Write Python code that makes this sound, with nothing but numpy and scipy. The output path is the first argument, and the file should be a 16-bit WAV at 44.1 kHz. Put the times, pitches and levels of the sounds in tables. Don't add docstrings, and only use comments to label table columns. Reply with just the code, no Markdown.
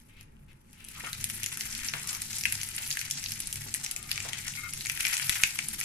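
import sys
import numpy as np
from scipy import signal
from scipy.io import wavfile
from scipy.ndimage import uniform_filter1d

SR = 44100
rng = np.random.default_rng(int(sys.argv[2]) if len(sys.argv) > 2 else 0)


def inscribe(sig):
    pcm = np.round(np.clip(np.atleast_2d(sig).T, -1, 1) * 32767)
    wavfile.write(sys.argv[1], SR, pcm.astype(np.int16))


N = 257676

# (frequency [Hz], left minus right [dB])
LEFTNESS = [(700, 0), (1290, 5), (2380, 8.5), (4400, -1.5), (8120, 7.5), (12000, -0.5)]
# (lowest [Hz], highest [Hz])
PARTS_HZ = [(1200, 3500), (3500, 8000), (8000, 16400)]
LEFT_LAG_S = 0.00026


def amp(db):
    return 10 ** (np.asarray(db) / 20)


def evened(x):
    return x / np.sqrt(np.mean(x ** 2) + 1e-20)


def read(points, hz):
    f, value = np.transpose(points)
    return np.interp(np.log(hz + 1), np.log(f + 1), value)


def curve(rows, t):
    s, *columns = np.transpose(rows)
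    return [np.interp(t, s, c) for c in columns]


def add(mix, s, sound):
    part = mix[:, round(s * SR):][:, :sound.shape[1]]
    part += sound[:, :part.shape[1]]


def colour(db, size=2048):
    log_gain = np.log(amp(np.maximum(db, -100)))
    circle = np.concatenate([log_gain, log_gain[-2:0:-1]])
    spectrum = np.exp(np.conj(signal.hilbert(circle)))
    return np.fft.ifft(spectrum).real[:size // 2]


def resonate(x, hz, width_hz):
    turn = np.exp(2j * np.pi * np.cumsum(hz * np.ones(x.shape[-1])) / SR)
    r = np.exp(-np.pi * width_hz / SR)
    return 2 * (turn * signal.lfilter([1 - r], [1, -r], x / turn)).real


def wash(shape, patchy_db):
    # (frequency [Hz], left-right correlation [-1 to 1])
    likeness = [(25, 0.89), (60, 1), (130, 0.98), (290, 0.68), (640, -0.66), (1400, 0.095)]
    frames, hz = N // 512 + 5, np.fft.rfftfreq(2048, 1 / SR)
    a, b, c, d, patches = rng.standard_normal((frames, 1025, 5)).T
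    patches = evened(uniform_filter1d(uniform_filter1d(patches, 3, 0), 8, 1))
    same = np.clip(read(likeness, hz), -1, 1)[:, None]
    left = a + 1j * b
    right = same * left + np.sqrt(1 - same ** 2) * (c + 1j * d)
    z = np.array([left, right]) * amp(read(shape, hz)[:, None] + patchy_db * patches)
    return evened(signal.istft(z, nperseg=2048, noverlap=1536)[1][:, :N])


def at_ports(x):
    # (frequency [Hz], relative density [dB])
    sizzle_shape = [(350, -93), (600, -21), (876, -9), (1130, -15.5), (1350, -9), (1820, -6), (2000, -5.5),
                    (2350, -5.5), (2880, -5.5), (3670, -7.5), (5660, -4), (7320, -5), (8380, -5.5),
                    (11100, -0.5), (13000, -8.5), (15200, -20.5), (15900, -56.5)]
    hz = np.fft.rfftfreq(2048, 1 / SR)
    taps = np.array([colour(read(sizzle_shape, hz) + side * read(LEFTNESS, hz)) for side in (.5, -.5)])
    return signal.oaconvolve(x, taps, axes=1)[:, :x.shape[1]]


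def fizz(per_s=5200, spread_db=2.0, clump_db=4.0, cycles=1.43, count=30):
    # (time [s], large bubbles [dB], middle bubbles [dB], small bubbles [dB])
    bubbling = [(0, -72, -68.5, -66), (.26, -76, -101, -79.5), (.69, -75, -77, -76), (.73, -67, -68, -66),
                (.82, -65, -68, -66), (.88, -60, -62, -59), (.96, -54, -55, -53), (1.02, -47.5, -46.5, -52),
                (1.14, -54, -51, -49.5), (1.3, -53, -50, -46), (1.7, -50.5, -45.5, -50),
                (1.95, -45.5, -47, -47), (2.25, -55, -44, -47.5), (2.7, -51.5, -47, -45),
                (3.17, -50.5, -44.5, -50), (3.6, -56, -48, -48.5), (4, -56, -50, -53.5),
                (4.35, -47, -47, -52), (4.8, -63.5, -50, -52), (5.06, -40.5, -40, -40),
                (5.38, -46, -43.5, -40), (5.6, -54.5, -47.5, -50), (5.84, -51.5, -45, -45.5)]
    kind = (count * rng.random(N) ** .6).astype(int)
    clumps = uniform_filter1d(rng.standard_normal((count // 3, N)), 300)
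    clumps = evened(uniform_filter1d(clumps, 300))
    clumps = evened(0.8 * clumps[0] + clumps)[kind // 3, np.arange(N)]
    strength = amp(spread_db * np.minimum(rng.exponential(1, N), 5) + clump_db * clumps)
    strength *= rng.choice([-1, 1], N) * (rng.random(N) < per_s / SR)
    groups = np.zeros((3, 2, N))
    for k, hz in enumerate(np.geomspace(1100, 15000, count)):
        r = np.exp(-hz / cycles / SR)
        group = sum(hz > top for _, top in PARTS_HZ)
        poles = [1, -2 * r * np.cos(2 * np.pi * hz / SR), r ** 2]
        train = signal.lfilter([hz ** 2], poles, strength * (kind == k))
        lag = round(LEFT_LAG_S * SR) * (group == 0) + rng.integers(-4, 7)
        groups[group] += [np.roll(train, lag), train if group else -train]
    swells = uniform_filter1d(uniform_filter1d(rng.standard_normal((3, N)), 900), 900)
    levels_db = curve(bubbling, np.arange(N) / SR) + 2.4 * evened(swells)
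    return sum(amp(db) * evened(at_ports(g)) * np.sqrt(2) for g, db in zip(groups, levels_db))


def rumble():
    # (frequency [Hz], relative density [dB])
    rumble_shape = [(8.8, -38), (15, 5.5), (53, -18.5), (129, -6.5), (227, -13), (280, -17.5), (345, -16),
                    (507, -25.5), (700, -24.5), (910, -61), (1540, -120)]
    # (time [s], level [dB])
    rumble_level = [(0.0, -56), (0.23, -53), (0.78, -56.5), (1.02, -50), (2.0, -49), (3.12, -51.5),
                    (3.48, -48.5), (3.92, -50), (4.36, -49), (5.19, -52), (5.35, -53), (5.84, -49)]
    # (centre [Hz], width [Hz], level relative to the broad noise [dB])
    hum_bands = [(24, 25, -13), (63, 10, -4.5), (100.43, 2.5, -1), (141, 14, -3), (217.6, 27, -7)]
    broad = wash(rumble_shape, patchy_db=3.0)
    drone = sum(amp(db) * evened(resonate(broad, hz, width_hz)) for hz, width_hz, db in hum_bands)
    return amp(curve(rumble_level, np.arange(N) / SR)[0]) * evened(broad + drone)


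def hiss(level_db=-73.5):
    # (frequency [Hz], relative density [dB])
    air_shape = [(290, -48), (500, -8), (529, 2), (675, -26), (848, -2.5), (1150, -6.5), (1810, -7),
                 (3300, -20), (9700, -19), (11000, -23), (12300, -33), (15200, -34), (15900, -60)]
    return amp(level_db) * np.sqrt(2) * wash(air_shape, patchy_db=1.0)


def whine(hz=850, peak_db=-72):
    phases_rad = np.array([[0], [2.4]])
    return amp(peak_db) * np.sin(2 * np.pi * hz * np.arange(N) / SR + phases_rad)


def ring_pan(force):
    # (mode [Hz], relative level [dB], t60 [s])
    modes = [(465, -6, 0.091), (735, -0.5, 0.48), (863, 0, 0.095), (1228, 12, 0.15), (1315, 13, 0.09),
             (1417, 13.5, 0.09), (2147, 20, 0.11), (2325, 11, 0.05), (2587, 8, 0.1), (3120, 8, 0.07),
             (3810, 18, .08)]
    out = np.zeros_like(force)
    for hz, db, t60_s in modes:
        heard = force if hz > 1100 else force[0] * np.array([[1], [-.7]])
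        port_db = db + read(LEFTNESS, hz) * np.array([[.5], [-.5]])
        ring = resonate(heard, hz, np.log(1000) / np.pi / t60_s)
        out += amp(port_db) * ring * np.sqrt(t60_s)
    return out


def knife_drags(chatter_width=0.27, scuff_width=6.3, fall_s=0.038):
    # (start [s], length [s], pressing in [s], level [dB], chatter centre [Hz], ringing share [0-1])
    drag_rows = [(0.083, 0.15, 0.006, -66, 2400, 0.3), (0.159, 0.095, 0.0091, -60.5, 2650, 0.14),
                 (.474, 0.083, 0.012, -64.5, 2460, 0.1), (0.705, 0.26, 0.1, -60, 2750, 0.1),
                 (0.93, .11, 0.05, -53, 1160, 0.44), (1.025, 0.1, 0.035, -47, 1200, 0.7),
                 (2.032, 0.18, 0.0097, -54.5, 1050, 0.6), (3.778, 0.53, 0.0097, -60.5, 745, 1),
                 (4.25, 0.11, 0.0089, -56.5, 825, 0.5), (4.569, 0.065, 0.004, -41, 2000, 1),
                 (4.605, 0.098, 0.04, -40.5, 1800, 1)]
    out = np.zeros((2, N))
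    for s, length_s, rise_s, db, hz, ring in drag_rows:
        t, ring = np.arange(0, length_s, 1 / SR), np.clip(ring, 0, 1)
        a, b = rng.standard_normal((2, len(t)))
        chatter = resonate(np.array([a, 0.25 * a + 0.62 * b]), hz, chatter_width * hz)
        scuff = resonate(chatter, hz, scuff_width * hz)
        drag = evened(ring * evened(ring_pan(chatter)) + (1 - ring) * evened(scuff))
        press = np.minimum(np.minimum(t / rise_s, (length_s - t) / fall_s), 1)
        add(out, s, amp(db) * np.sqrt(2) * press ** 2 * drag)
    return out


def pops(click_db=7, wait_s=.0005, crack_s=.0005, spray_s=.005, spray_db=-10, push_s=0.0014, push_db=-17,
         shared=0.2, low_width=0.7, bright_width=.35, sag=.1, peak_lag_s=.0004):
    # (peak time [s], low ring [Hz], its level [dB], bright ring [Hz], its level [dB], wide crack [dB])
    pop_rows = [(0.2109, 2450, -42, 10940, -49, -35), (0.2302, 2060, -56.0, 11410, -46, -50.0),
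                (0.5312, 2540, -53, 10900, -51, -55.0), (0.731, 3110, -48.0, 10700, -45, -42),
                (0.8433, 2420, -50.0, 8700, -35.5, -47), (0.8487, 2470, -48, 9570, -29, -45.5),
                (0.8868, 2580, -38, 11330, -32.5, -29), (1.064, 1510, -37, 9900, -25.0, -35.0),
                (1.1313, 2270, -25.5, 4200, -16, -15), (1.2425, 2330, -26.5, 11600, -22.5, -12.5),
                (1.3002, 2270, -22.5, 11080, -38, -15.5), (1.4332, 2240, -26, 7800, -23, -17),
                (1.4416, 3200, -19, 11200, -24, -25), (1.462, 2020, -27, 7100, -22, -16),
                (1.5274, 2900, -30, 10220, -23, -31), (1.5734, 1830, -27, 10970, -26, -22),
                (1.6094, 2170, -24.5, 5300, -19, -26.0), (1.655, 2420, -34, 7570, -26.5, -33.5),
                (1.7272, 2270, -34, 5200, -22.5, -34), (1.751, 3070, -25, 5250, -25, -23),
                (1.8862, 2430, -27.5, 5420, -15.5, -31.0), (1.9376, 1870, -14, 4500, -24, -24),
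                (2.074, 2550, -42, 11300, -20, -42), (2.1304, 2410, -27, 11400, -19, -27),
                (2.15, 2190, -29, 6060, -21, -26), (2.2199, 1930, -39, 9700, -22.5, -15),
                (2.331, 2550, -30, 7100, -25.5, -23), (2.3847, 1980, -41, 10800, -19.5, -34),
                (2.411, 2190, -33, 5540, -21, -32), (2.4374, 2230, -25.0, 6400, -18, -17.5),
                (2.4549, 2200, -7.5, 3540, -26, -19), (2.5242, 2220, -25, 11800, -21.5, -14.5),
                (2.6148, 2170, -25.5, 6000, -18, -22), (2.633, 2420, -25, 9380, -18.5, -20.5),
                (2.689, 1980, -34, 9500, -20.5, -30.5), (2.765, 2240, -45, 10200, -19, -30),
                (2.7813, 2350, -21.5, 4680, -18.5, -25), (2.877, 2970, -41, 11120, -25, -29),
                (2.9054, 2240, -26.5, 7150, -17.5, -23.0), (2.9126, 2520, -28, 5030, -18, -19),
                (2.927, 3010, -37, 7330, -24, -18), (2.9717, 2090, -18, 10400, -30, -21.5),
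                (2.9921, 2240, -27, 6400, -20, -20), (3.0141, 2380, -19.5, 11610, -29, -21),
                (3.1022, 2110, -34.0, 9300, -18.5, -30.5), (3.1111, 2970, -24, 7210, -15, -14),
                (3.2406, 3080, -34, 5800, -19, -21), (3.2613, 2900, -24, 4600, -16.5, -35),
                (3.286, 2670, -33, 5100, -21.5, -25.5), (3.3082, 2370, -34, 10380, -22, -29),
                (3.3205, 2310, -32, 5540, -24, -15.5), (3.4034, 2980, -25, 10730, -23.5, -24),
                (3.473, 3100, -41.0, 9560, -17.0, -26), (3.528, 2970, -30, 8500, -20.5, -18.5),
                (3.5581, 2030, -34.5, 6160, -28, -21.5), (3.7413, 2970, -21, 8700, -13, -24),
                (3.7473, 2050, -21, 11100, -13, -29), (3.8636, 2200, -23, 6490, -22.5, -21),
                (3.9129, 2960, -29.0, 9500, -15.5, -22.5), (3.92, 2570, -40, 9370, -24, -34),
                (3.9636, 2500, -25, 7600, -16, -23), (4.0287, 2440, -42, 9100, -24.0, -27),
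                (4.1155, 2800, -15, 4900, -14.5, -13), (4.1591, 2250, -27, 6130, -19.5, -33),
                (4.178, 2210, -18, 5240, -27, -23.5), (4.2034, 2500, -21.5, 7300, -22, -28),
                (4.3329, 2820, -16.5, 9100, -22.5, -22), (4.388, 2250, -32, 8170, -25.5, -28.0),
                (4.4829, 2160, -42, 10430, -25, -32), (4.5202, 2550, -37, 7600, -25.0, -33),
                (4.538, 2500, -35, 3610, -32, -29), (4.728, 2220, -36, 5350, -27, -37.0),
                (4.7367, 2400, -29, 11100, -23, -23), (4.8088, 2570, -27, 4700, -25, -30),
                (4.8589, 2230, -21, 8750, -23, -26), (4.869, 2220, -22.5, 7180, -21.5, -21),
                (4.8984, 2240, -15, 5700, -20, -14.0), (4.9755, 2130, -19.5, 11610, -31, -29),
                (5.0011, 2240, -26, 5630, -30, -25), (5.0078, 2380, -19, 7400, -27, -13),
                (5.0517, 2200, -10.5, 5640, -19, -19.5), (5.0682, 2280, -15, 7240, -22, -18),
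                (5.1331, 2260, -14, 5620, -23, -18), (5.169, 2940, -16, 7580, -16, -22.5),
                (5.1979, 2160, -18, 10700, -26, -39), (5.2954, 2900, -8.5, 11600, -11, -6.5),
                (5.2995, 1900, -29, 9350, -19.0, -18), (5.3577, 2280, -21.0, 7260, -29, -24),
                (5.4363, 2330, -3.0, 7650, -12.5, -7), (5.5898, 2230, -14, 8700, -13.5, -18.5),
                (5.6858, 3030, -41, 9900, -15.0, -30.5), (5.8026, 2860, -29.5, 11000, -22, -25),
                (5.8125, 1880, -18.0, 5930, -23, -19)]
    out, age = np.zeros((2, N)), np.arange(1400) / SR - wait_s
    after = np.maximum(age, 0)
    shape = np.exp(-after / crack_s) + amp(spray_db) * np.exp(-after / spray_s)
    shape *= np.exp(np.minimum(age, 0) / (0.5 * wait_s))
    push = amp(push_db) * after / push_s * np.exp(1 - after / push_s) * np.array([[1], [.6]])
    treble = signal.butter(2, PARTS_HZ[0][1], "highpass", fs=SR, output="sos")
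    sinking = 1 - sag * (1 - np.exp(-after / spray_s))
    shared, lag = np.clip(shared, 0, 1), round(LEFT_LAG_S * SR)
    noises = rng.standard_normal((len(pop_rows), 2, 1400)) * shape
    for row, (a, b) in zip(pop_rows, noises):
        s, low_hz, low_db, bright_hz, bright_db, wide_db = row
        burst = np.array([a, shared * a + np.sqrt(1 - shared ** 2) * b])
        burst[[0, 1], shape.argmax() + rng.integers(0, 7, 2)] -= amp(click_db)
        burst = at_ports(burst)
        low, bright = [resonate(resonate(burst, hz * sinking, width * hz), hz * sinking, width * hz)
                       for hz, width in ((low_hz, low_width), (bright_hz, bright_width))]
        low = np.array([np.roll(low[0], lag), -low[1]])
        parts = (low_db, low), (bright_db, bright), (wide_db, signal.sosfilt(treble, burst))
        pop = sum(amp(db) * part / abs(part).max() for db, part in parts)
        puff = amp(2 * wide_db) * push
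        add(out, s - wait_s - peak_lag_s, pop + puff)
    return out


def knife_knocks(thud_s=0.021):
    # (time [s], peak [dB], brightest [Hz])
    knock_rows = [(1.035, -37, 700), (1.936, -34.5, 886), (2.801, -47, 900), (3.662, -41.5, 820),
                  (4.251, -37, 610)]
    out, age = np.zeros((2, N)), np.arange(9000) / SR
    for s, db, hz in knock_rows:
        blow = resonate(rng.standard_normal((2, 9000)) * np.exp(-age / thud_s), hz, hz)
        knock = evened(ring_pan(blow)) + 14.0 * evened(blow)
        add(out, s, amp(db) * knock / abs(knock.mean(0)).max())
    return out


def kitchen(x, turns_per_s=1.3):
    # (frequency [Hz], t60 [s])
    decay = [(500, 0.4), (2000, 0.28), (6000, 0.3), (14000, 0.12)]
    size = SR // 2
    taps = np.zeros((3, 2, size))
    at = np.arange(120, size - 20, 20) + rng.integers(0, 20, (3, 2, (size - 121) // 20))
    np.put_along_axis(taps, at, rng.choice([-1., 1.], at.shape), 2)
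    hz, t, z = signal.stft(taps, SR, nperseg=256)
    z = z * amp(-60 * t / read(decay, hz)[:, None]) * (hz > 0)[:, None]
    tails = signal.istft(z, SR, nperseg=256)[1]
    turn = 2 * np.pi * (np.arange(N) / SR * turns_per_s + np.arange(3)[:, None, None] / 3)
    feeds = np.sqrt(2 / 3) * np.cos(turn) * x
    return signal.fftconvolve(feeds, tails / np.linalg.norm(tails[0, 0]), axes=2)[..., :N].sum(0)


def scene(sizzle_room_db=-9.5, bangs_room_db=-9):
    sizzle = fizz()
    background = rumble() + hiss() + whine()
    bangs = knife_drags() + pops() + knife_knocks()
    echoes = kitchen(amp(sizzle_room_db) * sizzle + amp(bangs_room_db) * bangs)
    return sizzle + bangs + echoes + background


def record(dry, edge_hz=16400):
    band_limit = signal.firwin(511, edge_hz, window=("kaiser", 9), fs=SR)
    return signal.oaconvolve(np.tanh(dry), band_limit[None], "same")


dry = scene()
out = record(dry)
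inscribe(out)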